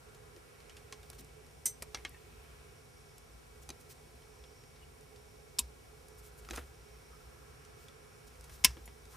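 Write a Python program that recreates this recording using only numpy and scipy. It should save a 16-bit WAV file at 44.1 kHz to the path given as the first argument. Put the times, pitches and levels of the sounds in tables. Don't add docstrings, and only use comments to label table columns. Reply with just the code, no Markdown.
import sys
import numpy as np
from scipy import signal
from scipy.fft import rfft, irfft, next_fast_len
from scipy.io import wavfile
from scipy.ndimage import uniform_filter1d

SR = 44100
rng = np.random.default_rng(int(sys.argv[2]) if len(sys.argv) > 2 else 0)


def int16_out(signal):
    q = np.round(np.clip(np.atleast_2d(signal).T, -1, 1) * 32767)
    wavfile.write(sys.argv[1], SR, q.astype(np.int16))


def nominal_scale(level):
    x = np.asarray(level, float) / 20
    return 10 ** x


N = 403956
DRUM_HZ = 149.85
GLASS_ECHO_S, GLASS_ECHO_SHARE = 0.0038, 0.71

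# t/s, peak level/dB, hardness/dB
JAW_CLACKS = [
    (3.69, -34, 1),
    (3.7018, -33, -2),
    (6.5079, -30.5, -2),
    (6.5595, -34.5, 5),
]


def log_gain(points, size):
    hz, db = np.transpose(points)
    bin_hz = np.arange(size // 2 + 1) * SR / size
    return np.interp(np.log(bin_hz + 1), np.log(hz), db) * np.log(10) / 20


def colour(x, points, causal=False):
    size = x.shape[-1]
    gain = log_gain(points, size)
    if causal:
        fold = np.r_[1, np.full(size // 2 - 1, 2), 1, np.zeros(size // 2 - 1)]
        gain = rfft(irfft(gain, size) * fold)
    return irfft(rfft(x) * np.exp(gain), size)


def unit(x):
    return x / np.sqrt(np.mean(x ** 2))


def fade(t, t60_s):
    return np.exp(-np.log(1000) * t / max(t60_s, 0.005))


def left_right(mid, side):
    return np.array([mid + side, mid - side])


def add(out, start_s, sound):
    i = max(int(start_s * SR), 0)
    out[:, i:i + sound.shape[1]] += sound[:, :N - i]


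def walk(rate_hz):
    hold = int(SR / rate_hz)
    steps = np.repeat(rng.standard_normal(N // hold + 1), hold)
    return 1.32 * uniform_filter1d(uniform_filter1d(steps, hold), hold)[:N]


def air():
    # t/s, rumble level/dB, far traffic level/dB
    outside = [(0.0, -67, -66.5), (0.81, -66, -69.5), (1.12, -53.5, -71), (1.45, -71, -73.5),
               (1.94, -57, -75), (2.55, -58.5, -66), (2.85, -71, -71), (3.6, -58.5, -71),
               (4.16, -63.5, -72.5), (5.76, -60.5, -73), (6.3, -60.5, -68), (6.53, -51, -63.5),
               (6.75, -59.5, -70.5), (7.5, -60, -65.5), (7.85, -74, -66.5), (8.6, -50.5, -67.5),
               (8.85, -56, -71.5), (9.16, -59, -69)]
    # f/Hz, level/dB per Hz
    air_mid = [(15, -23), (25, -23), (59, 0.5), (157, -10), (180, -18), (242, -13), (301, -13.5),
               (427, -13.5), (607, -20), (754, -16.5), (1160, -22.5), (2280, -27.5), (9320, -29.5),
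               (14800, -39.5), (16000, -62)]
    air_side = [(15, -47.5), (25, -3), (102, -12), (256, -8.5), (301, -9.5), (427, -11.5), (591, -7.5),
                (1160, -17.5), (1560, -16.5), (3430, -23.5), (11300, -30.5), (14800, -33), (16000, -51)]
    # f/Hz, width/Hz, left level/dB, right level/dB
    hollows = [
        (425.5, 14, -84, -62),
        (492, 63, -100, -67),
        (118.5, 11, -75, -73),
        (5540, 360, -74.5, -72.5),
        (2295, 590, -81.5, -70),
    ]
    rumble_points = [(25, -29), (50, 8), (59, 12.5), (85, -4.0), (130, -31.0)]
    traffic_points = [(600, -41.0), (1000, -2.0), (1400, 1.5), (1700, -2), (2200, -23.5)]

    t = np.arange(N) / SR
    s, rumble_db, traffic_db = np.transpose(outside)
    noise = rng.standard_normal((3, N))
    mid = nominal_scale(-60 + 0.27 * walk(3.21)) * unit(colour(noise[0], air_mid))
    side = nominal_scale(-63 + 0.55 * walk(2.85)) * unit(colour(noise[1], air_side))
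    mid = mid + nominal_scale(np.interp(t, s, rumble_db) - 2.0) * unit(colour(noise[2], rumble_points))
    traffic = unit(colour(rng.standard_normal((2, N)), traffic_points))
    out = left_right(mid, side) + nominal_scale(np.interp(t, s, traffic_db) + 1.0) * traffic
    for hz, width_hz, left_db, right_db in hollows:
        peak = signal.iirpeak(hz, hz / width_hz, SR)
        tone = unit(signal.lfilter(*peak, rng.standard_normal(N)))
        out += nominal_scale(np.array([[left_db], [right_db]]) + 1.5 * walk(4)) * tone
    return out


def drum():
    # turn multiple, mid level/dB, side level/dB
    drum_tones = [
        (1, -70, -81),
        (9, -84, -90),
        (13, -87, -90),
        (15, -78, -82),
        (17, -86, -102),
        (30, -89, -108),
    ]
    head_mid_db = [-83, -95, -83, -94, -83, -87.5, -81, -86, -86, -100, -86, -85, -87, -87, -87, -85, -93,
                   -100, -99, -103, -105, -101, -103, -108]
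    head_side_db = [-110, -101, -99, -110, -102, -99, -116, -105, -82, -99, -95, -99, -102, -79, -97, -99,
                    -86, -100, -92, -96, -90, -110, -99, -92]

    heads = [(2 * (25 + k), m, s) for k, (m, s) in enumerate(zip(head_mid_db, head_side_db))]
    tones = drum_tones + heads
    phases = 0.45 * rng.standard_normal((len(tones), 2, 1))
    t = np.arange(N) / SR
    mid_side = np.zeros((2, N))
    for (multiple, *db), phase in zip(tones, phases):
        level = np.sqrt(2) * nominal_scale(np.array(db))[:, None]
        mid_side += level * np.sin(2 * np.pi * multiple * DRUM_HZ * t + phase)
    return left_right(*mid_side)


def knock(db, points, t60_s, rise_s=0.00049, tail_db=-26, side_db=-14, crack=4.3, quick=0.59, glass=0):
    t = np.arange(8192) / SR
    noise = rng.standard_normal((3, 8192))
    clumps = nominal_scale(2.2 * unit(uniform_filter1d(noise[2], size=40)))
    echo = glass * (t > GLASS_ECHO_S) * fade(np.abs(t - GLASS_ECHO_S), 0.012)
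    early = noise[:2] * clumps * (fade(t, t60_s) + quick * (fade(t, 0.014) + echo))
    dull = colour(noise[:2], [(1500, 3), (8000, -4), (14000, -12)])
    late = nominal_scale(tail_db) * dull * fade(t, 0.22)
    push = (early + late) * (1 - np.exp(-t / rise_s))
    push[0, 0] = crack
    mid, side = colour(push, points, causal=True)
    side = colour(side, [(300, 4.5), (3000, -10), (6000, -7.0), (13000, 7.0)], causal=True)
    return left_right(mid, nominal_scale(side_db) * side) * nominal_scale(db) / np.std(mid[:256])


def blow(db, hardness_db, low_db, body_db, top_db, t60_s):
    low_db = low_db - 0.17 * hardness_db
    top_db = top_db + hardness_db
    points = [(100, low_db - 11), (260, low_db + 15.5), (700, low_db + 10.5),
              (1400, (low_db + body_db) / 2 + 10.5), (2500, body_db + 9.0), (5700, 0.0092),
              (11000, top_db + 4.5), (16000, top_db - 14)]
    return knock(db - 11, points, t60_s, rise_s=0.00034, crack=9.4, quick=3.0, tail_db=-29)


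def strike(out, hits, **struck):
    for s, db, hardness_db in hits:
        add(out, s + 0.0009, blow(db, hardness_db, **struck))


def tool_clicks(out):
    # t/s, peak level/dB, hardness/dB
    clicks = [
        (0.1456, -47, 2),
        (0.3626, -47.5, 0),
        (0.924, -32.5, -4),
        (6.4995, -46, 6),
        (1.9449, -25.5, -6),
        (5.1594, -50, -1),
        (7.649, -48, 3),
        (8.4407, -43.5, 9),
        (9.0533, -48, 2),
    ]
    strike(out, clicks, low_db=-14.5, body_db=-12, top_db=-12.5, t60_s=0.08)


def rustle(length_s, db, hz, octaves):
    slips = rng.standard_normal((2, 16384)) * nominal_scale(2.2 * rng.exponential(size=16384))
    low_hz, high_hz = hz * 2 ** -octaves, hz * 2 ** octaves
    band = [(low_hz / 2, -40), (low_hz, -12), (hz, 0), (high_hz, -12), (high_hz * 2, -40)]
    size = int(length_s * SR)
    mid, side = unit(colour(slips, band))[:, :size] * [[1], [0.35]]
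    return left_right(mid, side) * np.hanning(size) * nominal_scale(db)


def rubs(out):
    # t/s, length/s, level/dB, centre f/Hz
    sleeve = [
        (0.348, 0.039, -53, 334),
        (1.157, 0.11, -58, 254),
        (1.934, 0.042, -63, 300),
        (3.685, 0.053, -57, 310),
        (6.495, 0.045, -44.5, 316),
        (6.555, 0.068, -53, 293),
        (6.572, 0.042, -54, 536),
        (8.667, 0.073, -57, 132),
        (8.757, 0.036, -55.5, 330),
    ]
    trim = [
        (6.525, 0.067, -55, 1320),
        (6.568, .03, -46, 1180),
        (8.7, 0.014, -54, 940),
        (9.122, 0.062, -55, 1160),
    ]
    wire = [
        (1.135, .03, -64, 8000),
        (1.2, 0.018, -56, 8333),
        (3.611, 0.036, -60, 7000),
        (3.79, 0.044, -61, 8000),
        (6.166, 0.052, -60, 9700),
        (6.364, 0.051, -59, 9000),
        (6.494, 0.013, -57, 7000),
        (6.546, 0.024, -51, 8000),
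        (8.263, .03, -59, 6500),
    ]
    loom = [
        (1.176, 0.035, -52.5, 5500),
        (3.881, 0.062, -53.5, 6900),
        (6.213, 0.095, -58, 9259),
        (6.489, 0.14, -54.5, 4000),
        (7.727, 0.19, -64.5, 7000),
        (8.483, 0.11, -58.5, 5556),
        (9.073, 0.12, -59, 6000),
    ]
    squeaks = [
        (4.797, 0.064, -66.5, 2900),
        (7.104, 0.078, -62.5, 1238),
    ]
    surfaces = ((sleeve, 0.58), (trim, 0.5), (wire, 1.9), (loom, 4.7), (squeaks, 0.056))
    for slides, octaves in surfaces:
        for s, *slide in slides:
            add(out, s, rustle(*slide, octaves))


def plug_taps(out):
    # t/s, peak level/dB, hardness/dB
    taps = [(0.602, -49, 1), (0.6948, -42.5, 0), (0.767, -41, 4), (1.0296, -46, 2), (1.1293, -45, 6),
            (2.0489, -29, -13), (4.2193, -52, -4), (4.4378, -49.5, -1), (4.6364, -52, -1), (4.759, -51, -3),
            (6.4476, -45.5, 0), (7.882, -45, 0), (8.4951, -44.5, 5)]
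    strike(out, taps, low_db=-12.5, body_db=-3, top_db=-10.5, t60_s=0.12)


def ring(db, modes, rise_s, unlike=0.093):
    t = np.arange(8192) / SR
    hz, mode_db, t60_s = np.transpose(modes)[:, :, None]
    turn = 2 * np.pi * rng.random((len(hz), 2))
    swing = nominal_scale(db + mode_db) * (1 - np.exp(-t / rise_s)) * np.exp(-np.log(1000) * t / t60_s)
    capsules = []
    for lead in (0, unlike):
        phase = turn[:, :1] + lead * turn[:, 1:]
        capsules.append(np.sum(swing * np.sin(2 * np.pi * hz * t + phase), axis=0))
    return np.array(capsules)


def pips(out):
    # t/s, level/dB, f/Hz, t60/s
    notes_struck = [(.6965, -54, 2900, 0.04), (.9252, -41, 2250, 0.024), (0.9248, -48, 1055, 0.055),
                    (.9252, -48, 3360, 0.026), (1.1895, -53, 5400, .04), (1.2045, -56, 10400, .03),
                    (1.9715, -46, 2150, 0.035), (2.1600, -60, 1850, .05), (2.1200, -58, 1900, .04),
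                    (4.2200, -61, 3200, 0.036), (4.4385, -57, 3350, .05), (4.4385, -60, 5000, .04),
                    (5.1600, -59, 4500, .04), (6.488, -40, 1240, 0.014), (6.5605, -42, 8800, .02),
                    (6.5740, -46, 1150, .02), (7.6490, -57, 5700, 0.035), (7.8830, -55, 3400, 0.031),
                    (8.5380, -58, 9500, .04)]
    for s, db, hz, t60_s in notes_struck:
        add(out, s, ring(db, [(hz, 0, t60_s), (hz * 1.09, -5, t60_s)], 0.00074))


def wire_ticks(out):
    # t/s, peak level/dB, hardness/dB
    ticks = [
        (1.0999, -36, -2),
        (1.2454, -49, 3),
        (1.4651, -51, -4),
        (2.0926, -43.5, 15),
        (3.1802, -44, 4),
        (5.0085, -50, 0),
        (6.0834, -47, 2),
        (8.3554, -57, 3),
        (8.4087, -45, -1),
        (8.8563, -45.5, 9),
    ]
    strike(out, ticks, low_db=-14, body_db=-18, top_db=-4, t60_s=0)


def steel_clink(out):
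    # t/s, level/dB
    clinks = [
        (1.6555, -20.5),
    ]
    # f/Hz, level/dB, t60/s
    steel_modes = [(5211, -18, 0.095), (6029, -7, 0.18), (7047, -6, 0.092), (7628, -11, 0.11),
                   (8177, -20, 0.22), (8409, 0, 0.16), (8872, -13, 0.1), (9060, -17, 0.19),
                   (9383, -1, 0.068), (10010, -11, 0.14), (10480, -4, 0.057), (11330, -16, 0.086),
                   (11550, -12, 0.1), (12750, -10, 0.11), (13210, -11, 0.065), (13600, -7, 0.14),
                   (14090, -14, 0.1), (14650, -30, 0.14)]
    partners = [
        (2050, -16, 0.12),
        (6095, -3.5, 0.16),
        (6100, -21, 0.09),
        (7040, -14, .1),
        (8200, 6, 0.055),
    ]
    # f/Hz, level/dB per Hz
    contact = [(300, -18.5), (2050, -24.5), (3500, -19), (4800, -15), (6000, -5), (8500, -8),
               (13000, -10.5), (16000, -32)]
    for s, db in clinks:
        bracket = ring(db - 9, steel_modes + partners, 0.0012)
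        add(out, s, bracket + knock(db - 13.0, contact, 0.093, rise_s=0.0046, crack=0.1))


def bumps(out):
    # t/s, early rms level/dB, t60/s
    hits = [
        (1.8226, -39.5, 0.053),
        (6.5335, -46, .03),
        (6.5412, -48.5, .03),
        (6.5790, -43.5, 0.033),
        (6.5865, -51.5, 0.027),
    ]
    # f/Hz, level/dB per Hz
    colours = [
        [(200, -4), (600, 4.5), (1300, 1), (2300, 1), (3400, -9), (5000, 0.5), (9000, 3), (15000, -8),
         (15600, -60)],
        [(300, -5), (1400, 1), (3500, -8), (9000, -14), (15000, -24), (15600, -70)],
        [(300, 2), (700, 2), (2500, -8), (5000, -18), (15000, -34), (15600, -70)],
        [(300, -3), (1100, 0), (2000, -3), (3200, -15), (15000, -36), (15600, -70)],
        [(300, -4), (1200, 5), (2200, -6), (4000, -24), (15000, -28), (15600, -70)],
    ]
    for (s, db, t60_s), points in zip(hits, colours):
        sound = knock(db, points, t60_s, rise_s=0.00018, crack=3.0, quick=1.7, glass=GLASS_ECHO_SHARE)
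        add(out, s, sound)


def chips(out):
    # t/s, peak level/dB
    contacts = [
        (6.4884, -38),
        (6.5005, -43),
        (6.5742, -35),
        (6.5882, -42),
        (1.9457, -33.5),
        (2.0497, -31.5),
    ]
    points = [(300, -3), (1500, 4), (6000, -2), (13000, -13), (15400, -50)]
    for s, db in contacts:
        add(out, s, knock(db - 14, points, 0.012, rise_s=0.0002, crack=5.0))


def small_parts(out):
    # t/s, level/dB
    hits = [
        (1.9463, -41.5),
        (2.0492, -37),
        (2.1448, -49.5),
        (5.5900, -32),
        (8.6462, -13.5),
        (8.8555, -58.5),
    ]
    # f/Hz, level/dB, t60/s
    modes_of_each = [
        [(780, -8, 0.07), (1660, -5, 0.057), (2130, -3, .08), (2290, 3, 0.035), (2800, -6, .06),
         (3350, 0, 0.047), (4530, -2, 0.04), (5730, 2, 0.055)],
        [(1150, -7, .05), (1670, -2, 0.037), (1840, -0.5, 0.039), (2180, 2, 0.046), (3200, 3, 0.035),
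         (4050, -5, 0.046)],
        [(1810, -1, .07), (2610, -7, 0.045)],
        [(240, -11, 0.073), (960, -10, 0.084), (1050, -12, 0.065), (2570, -9.5, 0.066), (3780, 0, 0.047),
         (4300, -9, .04), (6900, 0, 0.03), (7300, 4, .03), (7880, -2, .03), (8400, -2, .03), (9000, 0, .03),
         (9600, -2, .03), (10140, 7, .03)],
        [(220, -28, 0.054), (1030, -15, 0.055), (1954, -11, 0.022), (2210, -12, 0.043), (2676, -18, 0.081),
         (3050, -9, .03), (4340, -11, .035), (5030, -10, 0.041), (5260, -6, .043), (5440, -15, .045),
         (5565, -4, 0.04), (5700, -4, 0.034), (5700, 3, 0.013), (6700, -8, 0.034), (9440, -3, 0.036)],
        [(7000, 3, .08), (8600, -5, .05), (10050, 3, .12), (11800, -3, .08), (12300, -1, .1), (13200, 0, .1)],
    ]
    for (s, db), modes in zip(hits, modes_of_each):
        add(out, s, ring(db, modes, 0.0012))


def panel_knocks(out):
    # t/s, peak level/dB, hardness/dB
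    knocks = [
        (1.9714, -41, 5),
        (2.144, -47, -11),
        (6.4873, -43, 0),
        (6.537, -38, -1),
        (6.573, -35, 10),
        (6.5864, -48, 12),
        (8.7684, -42.5, -20),
        (8.8759, -40.5, 2),
    ]
    strike(out, knocks, low_db=6, body_db=5.5, top_db=-7, t60_s=0.21)


def tyre_whine(length_s, db, hz, octaves):
    size = int(length_s * SR)
    band = [(hz * 2 ** (-3 * octaves), -30), (hz, 0), (hz * 2 ** (3 * octaves), -30)]
    hiss = unit(colour(rng.standard_normal((2, SR)), band))[:, :size]
    return hiss * np.sqrt(np.hanning(size)) * nominal_scale(db)


def jaw_clacks(out):
    strike(out, JAW_CLACKS, low_db=-12, body_db=-14, top_db=-12, t60_s=0.026)


def jaw_ring(out):
    # f/Hz, level/dB, t60/s
    jaw_modes = [
        (790, -8.5, 0.042),
        (2465, -4, 0.024),
        (3915, -3.5, .03),
        (4690, -12.5, 0.047),
        (6230, 3.5, 0.018),
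        (9100, -12, 0.018),
    ]
    for s, db, _ in JAW_CLACKS:
        add(out, s + 0.00097, ring(db - 8.5, jaw_modes, 0.0003))


def snips(out):
    # t/s, early rms level/dB, t60/s
    cuts = [
        (5.5865, -30.5, 0.012),
        (5.5900, -26, 0.045),
        (8.6400, -31, 0.11),
        (8.646, -14, 0.031),
    ]
    # f/Hz, level/dB per Hz
    colours = [
        [(300, -24), (1000, -16.5), (2500, -14), (5500, 4), (8000, -14), (12000, -24), (16000, -42)],
        [(100, -26), (230, -4), (600, -25), (1020, -8), (1600, -26), (2600, -3), (3800, -2), (5500, -5),
         (8000, 8), (10500, 1), (14500, -1), (16500, -35)],
        [(300, -39.5), (1000, -11.5), (2200, -7), (3800, -10), (5500, -4), (9500, -10), (12000, -23),
         (16000, -42)],
        [(100, -18.5), (220, -12), (500, -25), (1020, -12), (1350, -26), (1650, -6.5), (3000, -8), (4400, -10),
         (5600, 1), (6600, -7), (9300, -7.5), (15000, -14), (16500, -44)],
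    ]
    for (s, db, t60_s), points in zip(cuts, colours):
        sound = knock(db, points, t60_s, rise_s=0.0002, tail_db=-26.5, crack=1.7, glass=GLASS_ECHO_SHARE)
        add(out, s, sound)


def booms(out):
    # t/s, level/dB, f/Hz, rise/s, t60/s
    swings = [
        (5.6, -33, 61.7, 0.025, 0.23),
        (6.5, -33, 58, 0.037, 0.24),
        (6.57, -36.5, 69.3, 0.018, 0.26),
        (8.656, -29.5, 61, .03, 0.23),
    ]
    t = np.arange(SR // 2) / SR
    for s, db, hz, rise_s, t60_s in swings:
        envelope = (1 - np.exp(-(t / rise_s) ** 2)) * fade(t, t60_s)
        swing = nominal_scale(db) * envelope * np.sin(2 * np.pi * hz * t)
        add(out, s, np.tile(swing, (2, 1)))


def scene():
    out = air() + drum()
    for source in (tool_clicks, rubs, plug_taps, wire_ticks, steel_clink, panel_knocks, jaw_clacks):
        source(out)
    add(out, 2, tyre_whine(length_s=0.9, db=-68, hz=2500, octaves=0.5))
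    out = colour(out, [(15150, -1.0), (15500, -51)])
    for source in (pips, bumps, chips, small_parts, jaw_ring, snips, booms):
        source(out)
    return out


def roll_off(x):
    return signal.sosfilt(signal.butter(12, 16810, fs=SR, output="sos"), x)


def record(dry):
    memory, depth, top_hz, limit = 0.65, 0.69, 6500, 0.85
    size = next_fast_len(N + SR)
    hz = np.arange(size // 2 + 1) * SR / size
    back = np.exp(-2j * np.pi * hz / (2 * DRUM_HZ))
    average = (1 - memory) * back / (1 - memory * back)
    repeat = average / (1 + (hz / top_hz) ** 8)
    notched = irfft(rfft(dry, size) * (1 - depth * repeat), size)[:, :N]
    limited = limit * np.tanh(notched / limit)
    mix = irfft(rfft(limited, size) * (hz < 16700), size)[:, :N]
    return roll_off(mix)


dry = scene()
out = record(dry)
int16_out(out)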